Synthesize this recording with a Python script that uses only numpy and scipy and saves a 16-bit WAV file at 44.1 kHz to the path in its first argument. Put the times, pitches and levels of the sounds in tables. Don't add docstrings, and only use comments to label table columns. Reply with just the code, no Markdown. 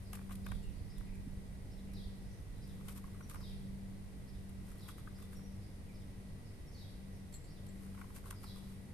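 import sys
import numpy as np
from scipy import signal
from scipy.fft import rfft, irfft, next_fast_len
from scipy.io import wavfile
from scipy.ndimage import uniform_filter1d

SR = 44100
rng = np.random.default_rng(int(sys.argv[2]) if len(sys.argv) > 2 else 0)


def transcribe(u):
    v = np.clip(np.atleast_2d(u).T, -1, 1)
    q = np.round(v * 32767).astype(np.int16)
    wavfile.write(sys.argv[1], SR, q)


N = 393813
TIME = np.arange(N) / SR

# (frequency [Hz], level [dB])
AIR_SPECTRUM = [(90, 3.5), (160, -2.5), (260, -7), (400, -13), (560, -15), (800, -20), (1400, -26.3),
                (2000, -24.5), (3000, -29.5), (4800, -30.5), (7000, -35), (10000, -33.5), (12500, -36),
                (14500, -41.5)]
# (frequency [Hz], left-right likeness [0-1])
AIR_LIKENESS = [(60, 1), (200, 0.67), (500, 0.55), (1000, 0), (3000, 0.026), (12000, 0)]
# (time [s], level [dB])
GUSTS = [(0.0, -55), (0.44, -50), (0.56, -45.5), (0.61, -48), (1.42, -50.5), (2.33, -50), (2.43, -53),
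         (2.62, -49.5), (3.33, -54.5), (3.36, -49.5), (4.92, -53), (8.8, -55.5)]
# (frequency [Hz], level [dB])
RUMBLE_SPECTRUM = [(10, -14), (22, 2.5), (45, 5.5), (70, -2.5), (110, -5), (200, -10.5), (400, -55.5)]

# (frequency [Hz], level [dB])
COMPRESSORS = [(194.31, -57.3), (193.1, -60.5)]
# (time [s], level [dB])
HUM_RIDE = [(0, 3), (1.2, 0), (2.2, -1.5), (3.7, 1.5), (5.2, -2), (7, -4), (7.8, 1.5), (8.9, -4)]
# (frequency [Hz], level [dB])
HUM_LINES = [(96.9, -58.5), (99.4, -65), (145.4, -66), (242.3, -78), (291, -75.5), (387.8, -74), (440, -78),
             (479.5, -77.5), (1604, -90.5), (1894.5, -87.5), (1943.2, -80), (1991.7, -85), (2089, -89.5),
             (2137.6, -86.5), (2351, -91.5), (3844, -92.5)]

# (start [s], end [s], crumb level [dB], mouth pitch [ratio], deepest resonance boost [dB])
CHEW_RUNS = [(0, .56, -73.5, 1.07, 11), (2.699, 3.5, -74, 1.01, -6), (4.616, 5.42, -79, 1.13, -11),
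             (7.753, 8.733, -73.5, 1, -6)]
# (centre [s], level [dB], length [s])
GRINDS = [(0.156, -66, 0.049), (0.328, -62, 0.026), (2.902, -61.5, 0.056), (2.972, -60, .03),
          (3.326, -64.5, 0.058), (4.695, -66.5, .06), (4.833, -68.5, 0.15), (4.897, -61, 0.04),
          (4.988, -67, 0.029), (5.224, -70, 0.091), (5.348, -66.5, 0.048), (7.843, -68, .06), (8, -68, .05),
          (8.169, -59.5, 0.035), (8.28, -63.5, .04), (8.457, -66, 0.074), (8.573, -65, 0.036),
          (8.68, -69, 0.12)]
# (time [s], knock [dB], crack [dB], crumbling decay [s], knock edge [Hz])
BITES = [(.131, -50.5, -48.5, .006, 3200), (.144, -56, -61, .005, 3000), (.153, -58, -54, 0.0044, 2600),
         (.169, -59, -70, .005, 2000), (.189, -55.5, -70, .004, 2100), (.294, -55, -69, .005, 2200),
         (.307, -51.5, -64, 0.0044, 3300), (.314, -57, -65, .004, 4500), (0.319, -65, -62, .005, 2000),
         (.354, -77, -57, .002, 2000), (.464, -46.5, -57.5, 0.0053, 3600), (.486, -60, -63, .003, 1500),
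         (.517, -45, -59.5, 0.0044, 3200), (.982, -74, -62, .0032, 2000), (1.006, -59, -69, .003, 1900),
         (1.153, -70, -69, .004, 2500), (1.935, -77, -63, .003, 2000), (2.675, -74, -68, .003, 2000),
         (2.884, -52.5, -53.5, .014, 4000), (2.977, -62, -58.5, .005, 2200),
         (3.04, -53.5, -68, 0.0073, 1900), (3.079, -63, -74, .003, 1700), (3.146, -62, -78, 0.0068, 1600),
         (3.207, -53.5, -72, .003, 2200), (3.296, -59, -54, 0.014, 1900), (3.311, -55, -59.5, .004, 2000),
         (3.344, -50.5, -61, 0.0055, 1800), (3.355, -50, -63, .009, 1700), (3.405, -59, -67, .012, 1600),
         (4.493, -76, -65, .003, 2000), (4.716, -63, -67, .006, 1900), (4.886, -54, -57.5, .004, 2200),
         (4.894, -58, -62, .004, 1900), (4.98, -59, -68, .005, 1700), (5.072, -50, -80, .003, 1640),
         (5.185, -63, -71, .005, 1600), (5.224, -61, -61, .006, 1820), (5.328, -60, -76, .009, 1450),
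         (7.326, -76, -63.5, .004, 2000), (7.34, -77, -60, 0.024, 2000), (7.666, -69, -63, .004, 2000),
         (7.946, -58.5, -70, .004, 2400), (7.975, -56.5, -76, 0.023, 2000), (8.013, -50, -65, .004, 2100),
         (8.041, -56.5, -78, 0.0028, 1900), (8.1, -58, -73, .0044, 1700), (8.161, -61, -57.5, 0.009, 1800),
         (8.256, -55, -62, 0.022, 1800), (8.307, -49, -49.5, .005, 3200), (8.324, -53.5, -66, .0098, 1600),
         (8.432, -58, -63, .006, 1700), (8.44, -51.5, -60, 0.0045, 1710), (8.557, -61.5, -70, .022, 1600)]
# (frequency [Hz], width [Hz], level [dB])
MOUTH_RESONANCES = [(620, 330, -9), (1060, 157, 8.5), (1450, 230, 4.5), (2200, 370, 0.5), (3200, 700, -5.5)]
# (frequency [Hz], level [dB])
CRACK_SPECTRUM = [(500, -16), (1500, 3), (2500, 5.5), (4200, 2.5), (6500, 1.5), (9000, 5), (12000, 7.5),
                  (13200, 3), (14500, -2)]
SOFT_EDGE_HZ = 1680

# (time [s], start pitch [Hz], level [dB])
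TWITTERS = [(.02, 5100, -71), (.6, 2890, -70), (.72, 4910, -73), (.82, 5600, -80), (1.04, 2560, -69),
            (1.85, 2580, -70), (2.19, 5480, -75), (2.27, 5800, -74), (2.53, 3870, -73), (2.7, 3800, -75),
            (3.33, 5540, -71), (3.47, 2670, -73), (5.47, 5700, -76), (5.59, 5120, -71), (6.42, 5200, -72),
            (7.1, 5800, -75), (7.44, 5100, -71), (7.85, 5000, -81), (8.32, 5200, -68)]
# (time [s], level [dB], pitch [ratio])
CHIRPS = [(0.441, -61, 0.97), (1.935, -59, 0.99), (3.406, -58, 0.97), (4.79, -61, 0.99), (6.715, -62, 1.12),
          (6.777, -61.5, 0.99), (8.436, -57, 1.01)]
# (time into the chirp [s], pitch [Hz], level [dB], rasp [0-1])
LOWER_VOICE = [(0, 3923, -7, 0.32), (.02, 5107, -7, 0.73), (.028, 4507, -13, 0.72), (.033, 4030, 2, 0.25),
               (.048, 3760, 0, 0.05), (.055, 3490, -15, 0.31), (.063, 3390, -6, 0.12), (.072, 3280, -4, .1),
               (.088, 3967, -7, 0.31), (.094, 3496, -16, 0.36), (.102, 3182, -8.5, .15),
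               (.114, 3660, -9, 0.1)]
# (time into the chirp [s], pitch [Hz], level [dB], rasp [0-1])
UPPER_VOICE = [(0, 5250, -8, 0.72), (.02, 5065, -9, 0.73), (.032, 5020, -14, 0.81),
               (.048, 4890, -6.5, 0.915), (.072, 4390, -14, .9), (.095, 4740, -11.5, 0.95),
               (.112, 4610, -13, 0.71)]
# (time [s], level [dB])
ANSWERS = [(.884, -73.5), (1.703, -75), (2.612, -74), (4.266, -76), (5.14, -74.5), (5.93, -76),
           (7.487, -74.5)]
# (delay [s], start pitch [Hz], end pitch [Hz], level [dB])
ANSWER_NOTES = [(.004, 4800, 5230, 2), (.068, 3950, 3460, 0)]
# (time [s], start pitch [Hz], fall [Hz], level [dB])
PEEPS = [(1.13, 2490, 200, -73), (2.31, 6050, 100, -79), (3.22, 5850, 150, -72), (5.35, 5640, 50, -70.5),
         (5.43, 5720, 100, -72.5), (5.88, 2560, 400, -73), (6.665, 5600, 200, -73)]
YARD_T60_S = .58

# (time [s], level [dB], length [s])
HAND_BUMPS = [(0.556, -37, 0.018), (0.661, -36, 0.02), (0.812, -34, 0.0098), (1.37, -34, 0.0104),
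              (2.055, -33.5, 0.018)]
# (time [s], level [dB])
CLINKS = [(.628, -71), (7.327, -64), (7.34, -57.5), (7.359, -66), (7.443, -68), (7.685, -66)]
# (frequency [Hz], level [dB], 60 dB decay [s])
PLATE_MODES = [(4330, -3, 0.044), (7250, -4, 0.03), (7500, -4, 0.05), (7650, -1, 0.1), (7800, -7, 0.03)]
# (frequency [Hz], width [Hz], boost [dB])
PORT_RESONANCES = [(11770, 780, 6.5), (9240, 950, 10.5)]


def from_db(db):
    return 10 ** (np.asarray(db) / 20)


def rms_one(x):
    return x / np.sqrt(np.mean(x ** 2) + 1e-30)


def peak_one(x):
    power = uniform_filter1d(np.mean(x ** 2, axis=0), size=176)
    return x / np.sqrt(power.max() + 1e-30)


def pan(left_db):
    return from_db([[left_db], [-left_db]])


def curve(rows, t=TIME):
    return np.interp(t, *np.transpose(rows))


def at_hz(points, hz):
    f, value = np.transpose(points)
    return np.interp(np.log(hz + 1e-3), np.log(f), value)


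def coloured(x, spectrum):
    size = next_fast_len(x.shape[-1])
    gain = from_db(at_hz(spectrum, np.fft.rfftfreq(size, 1 / SR)))
    return irfft(rfft(x, size) * gain, size)[..., :x.shape[-1]]


def drift(per_s, size=N):
    place = np.arange(size) * per_s / SR
    return np.interp(place, np.arange(4000), rng.standard_normal(4000))


def resonance(x, hz, width_hz):
    r = np.exp(-np.pi * width_hz / SR)
    feedback = [1, -2 * r * np.cos(2 * np.pi * hz / SR), r * r]
    return signal.lfilter(np.array([1, 0, -1]) * (1 - r * r) / 2, feedback, x + 1e-18)


def add(track, s, sound):
    start = max(int(s * SR), 0)
    track[..., start:start + sound.shape[-1]] += sound[..., :max(N - start, 0)]


def reverb(x, t60, wet_db, predelay_s):
    t = TIME[:SR]
    spray = rng.standard_normal((2, SR)) * from_db(-60 * t / t60) * (t > predelay_s)
    response = from_db(wet_db) * rms_one(spray) / np.sqrt(SR)
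    response[:, 0] += 1
    mix = signal.oaconvolve(np.atleast_2d(x), response, axes=1)[:, :N]
    return mix / np.sqrt(1 + from_db(wet_db) ** 2)


def stereo_noise(spectrum, likeness):
    size = next_fast_len(N)
    hz = np.fft.rfftfreq(size, 1 / SR)
    mid, side = rfft(rng.standard_normal((2, size)))
    alike = np.clip(at_hz(likeness, hz), -1, 1)
    both = np.sqrt(1 + alike) * mid + np.sqrt(1 - alike) * side * [[1], [-1]]
    return rms_one(irfft(both * from_db(at_hz(spectrum, hz)), size)[:, :N])


def outdoor_air(bed_db=-52.0, calm_db=-54.0):
    bed = from_db(bed_db) * stereo_noise(AIR_SPECTRUM, AIR_LIKENESS)
    gust_db = curve(GUSTS)
    wind = from_db(gust_db) * stereo_noise(RUMBLE_SPECTRUM, likeness=[(20, .5), (100, .55)])
    lean_db = gust_db - calm_db
    return bed + wind * from_db([-lean_db, lean_db])


def air_conditioners(main_trim_db=1.0, main_waver_db=1.93, line_waver_db=1.5, in_step_s=.38):
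    main = np.zeros(N)
    for hz, db in COMPRESSORS:
        gain = from_db(db + main_trim_db + curve(HUM_RIDE) + main_waver_db * drift(3.8))
        main += gain * np.sin(2 * np.pi * hz * (TIME - in_step_s) + .19 * drift(7.8))
    hum = main * pan(left_db=2.5)
    for hz, db in HUM_LINES:
        wander = .44 * min(hz / 500, 2) * np.array([drift(6), drift(7.8)])
        hum += from_db(db + line_waver_db * drift(4)) * np.sin(2 * np.pi * hz * TIME + wander)
    return np.sqrt(2) * hum


def fractures(size, per_s, spread_db):
    click_db = spread_db * np.minimum(rng.exponential(1, size), 4)
    clicks = from_db(click_db) * rng.choice([-1, 1], size)
    return clicks * (rng.random(size) < per_s / SR)


def crackle(size, per_s, spread_db, direct_db):
    direct, left, right = [fractures(size, per_s, spread_db) for _ in range(3)]
    return from_db(direct_db) * direct + np.array([left, right])


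def mouth(x, edge_hz, opening=1, deep_db=0):
    drive = signal.sosfilt(signal.butter(3, edge_hz, fs=SR, output="sos"), x + 1e-18)
    return sum((-1) ** k * from_db(db + deep_db * (k == 0)) * resonance(drive, hz * opening, width)
               for k, (hz, width, db) in enumerate(MOUTH_RESONANCES))


def crumb_envelope(fade_db_per_s=77):
    t = TIME[::64]
    stirring = [from_db(db - fade_db_per_s * np.abs(t - np.clip(t, start, end)))
                for start, end, db, *_ in CHEW_RUNS]
    swells = [from_db(db) / np.sqrt(1 + (2 * (t - s) / length) ** 4) for s, db, length in GRINDS]
    return np.interp(TIME, t, np.max(stirring + swells, axis=0))


def pellet_breaks(repeats=3, gap_s=.0087):
    rows = []
    for s, knock_db, crack_db, crumbling_s, edge_hz in BITES:
        gaps = gap_s * rng.uniform(.75, 1.25, repeats)
        for delay in np.append(0, np.cumsum(gaps)):
            loss_db = 20 * np.log10(np.e) * delay / crumbling_s
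            rows.append((s + delay, knock_db - loss_db, crack_db - loss_db, edge_hz))
    return rows


def tooth_touches(per_s=7, knock_db=-65, crack_db=-74, spread_db=5):
    rows = []
    for start, end, *_ in CHEW_RUNS:
        for k, (jitter, knock, crack) in enumerate(rng.uniform(-1, 1, (20, 3))):
            s = start + (k + .5 + .5 * jitter) / per_s
            if s < end:
                rows.append((s, knock_db + spread_db * knock, crack_db + spread_db * crack, SOFT_EDGE_HZ))
    return rows


def bites(snap_s=.0032, strain_db=-15, strain_s=.007, crack_trim_db=2.0, knock_lag_s=.00047):
    knocks, cracks = np.zeros((2, 2, N))
    preroll_s = 1024 / SR
    t = TIME[:2048] - preroll_s - .0023
    burst = np.exp(-(t / snap_s) ** 2) + from_db(strain_db) * np.exp(-np.abs(t) / strain_s)
    jaw = [(s, ratio) for start, end, _, ratio, _ in CHEW_RUNS for s in (start, end)]
    depth = [(s, db) for start, end, *_, db in CHEW_RUNS for s in (start, end)]
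    for s, knock_db, crack_db, edge_hz in pellet_breaks() + tooth_touches():
        snap = burst * crackle(len(t), per_s=8200, spread_db=5.5, direct_db=-11)
        jolt = burst * crackle(len(t), per_s=7400, spread_db=5.5, direct_db=-2)
        wider = .004 * max(crack_db + 66, 0)
        opening = curve(jaw, s) + wider + .034 * rng.standard_normal()
        crack = coloured(snap, CRACK_SPECTRUM)
        knock = mouth(jolt, edge_hz, opening, deep_db=curve(depth, s))
        add(cracks, s - preroll_s, from_db(crack_db + crack_trim_db) * peak_one(crack))
        add(knocks, s - preroll_s + knock_lag_s, from_db(knock_db) * peak_one(knock))
    return knocks, cracks


def cat(grind_db=-6.0):
    knocks, cracks = bites()
    crumbs = coloured(crackle(N, per_s=1500, spread_db=4, direct_db=-4.5), CRACK_SPECTRUM)
    grind = mouth(crackle(N, per_s=300, spread_db=4.5, direct_db=0), SOFT_EDGE_HZ)
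    chewing = crumb_envelope() * (rms_one(crumbs) + from_db(grind_db) * rms_one(grind))
    eating = (knocks + cracks + chewing) * pan(left_db=.5)
    return reverb(eating, YARD_T60_S / 3, wet_db=-15, predelay_s=.0072)


def whistle(hz, rasp, third_db):
    flutter = .13 * rasp * drift(700, len(hz))
    phase = 2 * np.pi * np.cumsum(hz * (1 + flutter)) / SR
    return np.sin(phase) + from_db(third_db) * np.sin(3 * phase) * (3 * hz < SR / 2)


def far_birds(trim_db=6.0, length_s=.071, sag_per_s=1.5):
    song, t = np.zeros(N), TIME[:int(length_s * SR)]
    for s, hz, db in TWITTERS:
        tone = whistle(hz * (1 - sag_per_s * t), rasp=.704, third_db=-40)
        add(song, s, from_db(db + trim_db) * np.hanning(len(t)) * tone)
    return reverb(song, YARD_T60_S, wet_db=14, predelay_s=.0038)


def syrinx_voice(contour, ratio, third_db, waver=.015):
    s, *columns = np.transpose(contour)
    t = TIME[:SR // 8]
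    hz, db, rasp = [np.interp(t, s, column) for column in columns]
    throb_db = 5 * rasp * drift(160, len(t))
    envelope = from_db(db + throb_db) * signal.windows.tukey(len(t), .06)
    pitch = ratio * hz * (1 + waver * drift(89.4, len(t)))
    return envelope * whistle(pitch, rasp, third_db)


def near_birds(trim_db=3.0, slap_s=.155, slap_db=-14):
    song = np.zeros(N)
    for s, db, ratio in CHIRPS:
        lower = syrinx_voice(LOWER_VOICE, ratio, third_db=-12)
        upper = syrinx_voice(UPPER_VOICE, ratio, third_db=-26)
        chirp = from_db(db + trim_db) * (lower + upper)
        add(song, s, chirp)
        add(song, s + slap_s, from_db(slap_db) * chirp)
    return reverb(song, YARD_T60_S, wet_db=4, predelay_s=.012)


def hand_bumps(low_cut_hz=25):
    pushes = np.zeros(N)
    for s, db, length in HAND_BUMPS:
        add(pushes, s, from_db(db) * np.hanning(int(length * SR)))
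    return signal.sosfilt(signal.butter(1, low_cut_hz, "high", fs=SR, output="sos"), pushes + 1e-18)


def plate_clinks(trim_db=3.5, uneven_db=1.0, skitter_s=.0074):
    clinks, t = np.zeros((2, N)), TIME[:SR // 4]
    hz, mode_db, t60 = np.transpose(PLATE_MODES)[:, :, None]
    offsets_db = uneven_db * rng.standard_normal((len(CLINKS), len(PLATE_MODES), 1))
    for (s, db), offset_db in zip(CLINKS, offsets_db):
        modes = from_db(mode_db - offset_db - 60 * t / t60) * np.sin(2 * np.pi * hz * t)
        contacts = np.exp(-t / skitter_s) * crackle(len(t), per_s=2500, spread_db=1, direct_db=3)
        ring = signal.fftconvolve(contacts, modes.sum(axis=0)[None], axes=1)
        add(clinks, s, from_db(db + trim_db) * peak_one(ring))
    return reverb(clinks, YARD_T60_S / 3, wet_db=-4, predelay_s=.0047)


def short_note(start_hz, end_hz, rasp, length_s=.0416):
    progress = np.minimum(TIME[:SR // 8] / length_s, 1)
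    pitch = start_hz + (end_hz - start_hz) * progress
    return np.sin(np.pi * progress) * whistle(pitch, rasp, third_db=-15)


def other_birds(trim_db=9.5):
    song = np.zeros(N)
    for s, db in ANSWERS:
        for delay, start_hz, end_hz, note_db in ANSWER_NOTES:
            note = short_note(start_hz, end_hz, rasp=.557)
            add(song, s + delay, from_db(db + note_db + trim_db) * note)
    for s, hz, fall_hz, db in PEEPS:
        add(song, s, from_db(db + trim_db) * short_note(hz, hz - fall_hz, rasp=.1))
    return reverb(song, YARD_T60_S * .99, wet_db=2, predelay_s=.0018)


def thud(at_s=1.269, db=-37, hz=205, length_s=.013):
    blow, t = np.zeros(N), TIME[:int(length_s * SR)]
    add(blow, at_s, from_db(db) * np.hanning(len(t)) * np.sin(2 * np.pi * hz * t))
    return blow


def scene():
    meal = cat() + plate_clinks()
    birds = near_birds() + other_birds() + far_birds()
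    return meal + birds + air_conditioners() + outdoor_air() + hand_bumps() + thud()


def record(dry, right_edge_hz=10860, cutoff_hz=14450):
    left, right = [x + (from_db(db) - 1) * resonance(x, hz, width)
                   for x, (hz, width, db) in zip(dry, PORT_RESONANCES)]
    right = signal.sosfilt(signal.butter(2, right_edge_hz, fs=SR, output="sos"), right)
    return signal.sosfilt(signal.ellip(10, .2, 70, cutoff_hz, fs=SR, output="sos"), [left, right])


dry = scene()
out = record(dry)
transcribe(out)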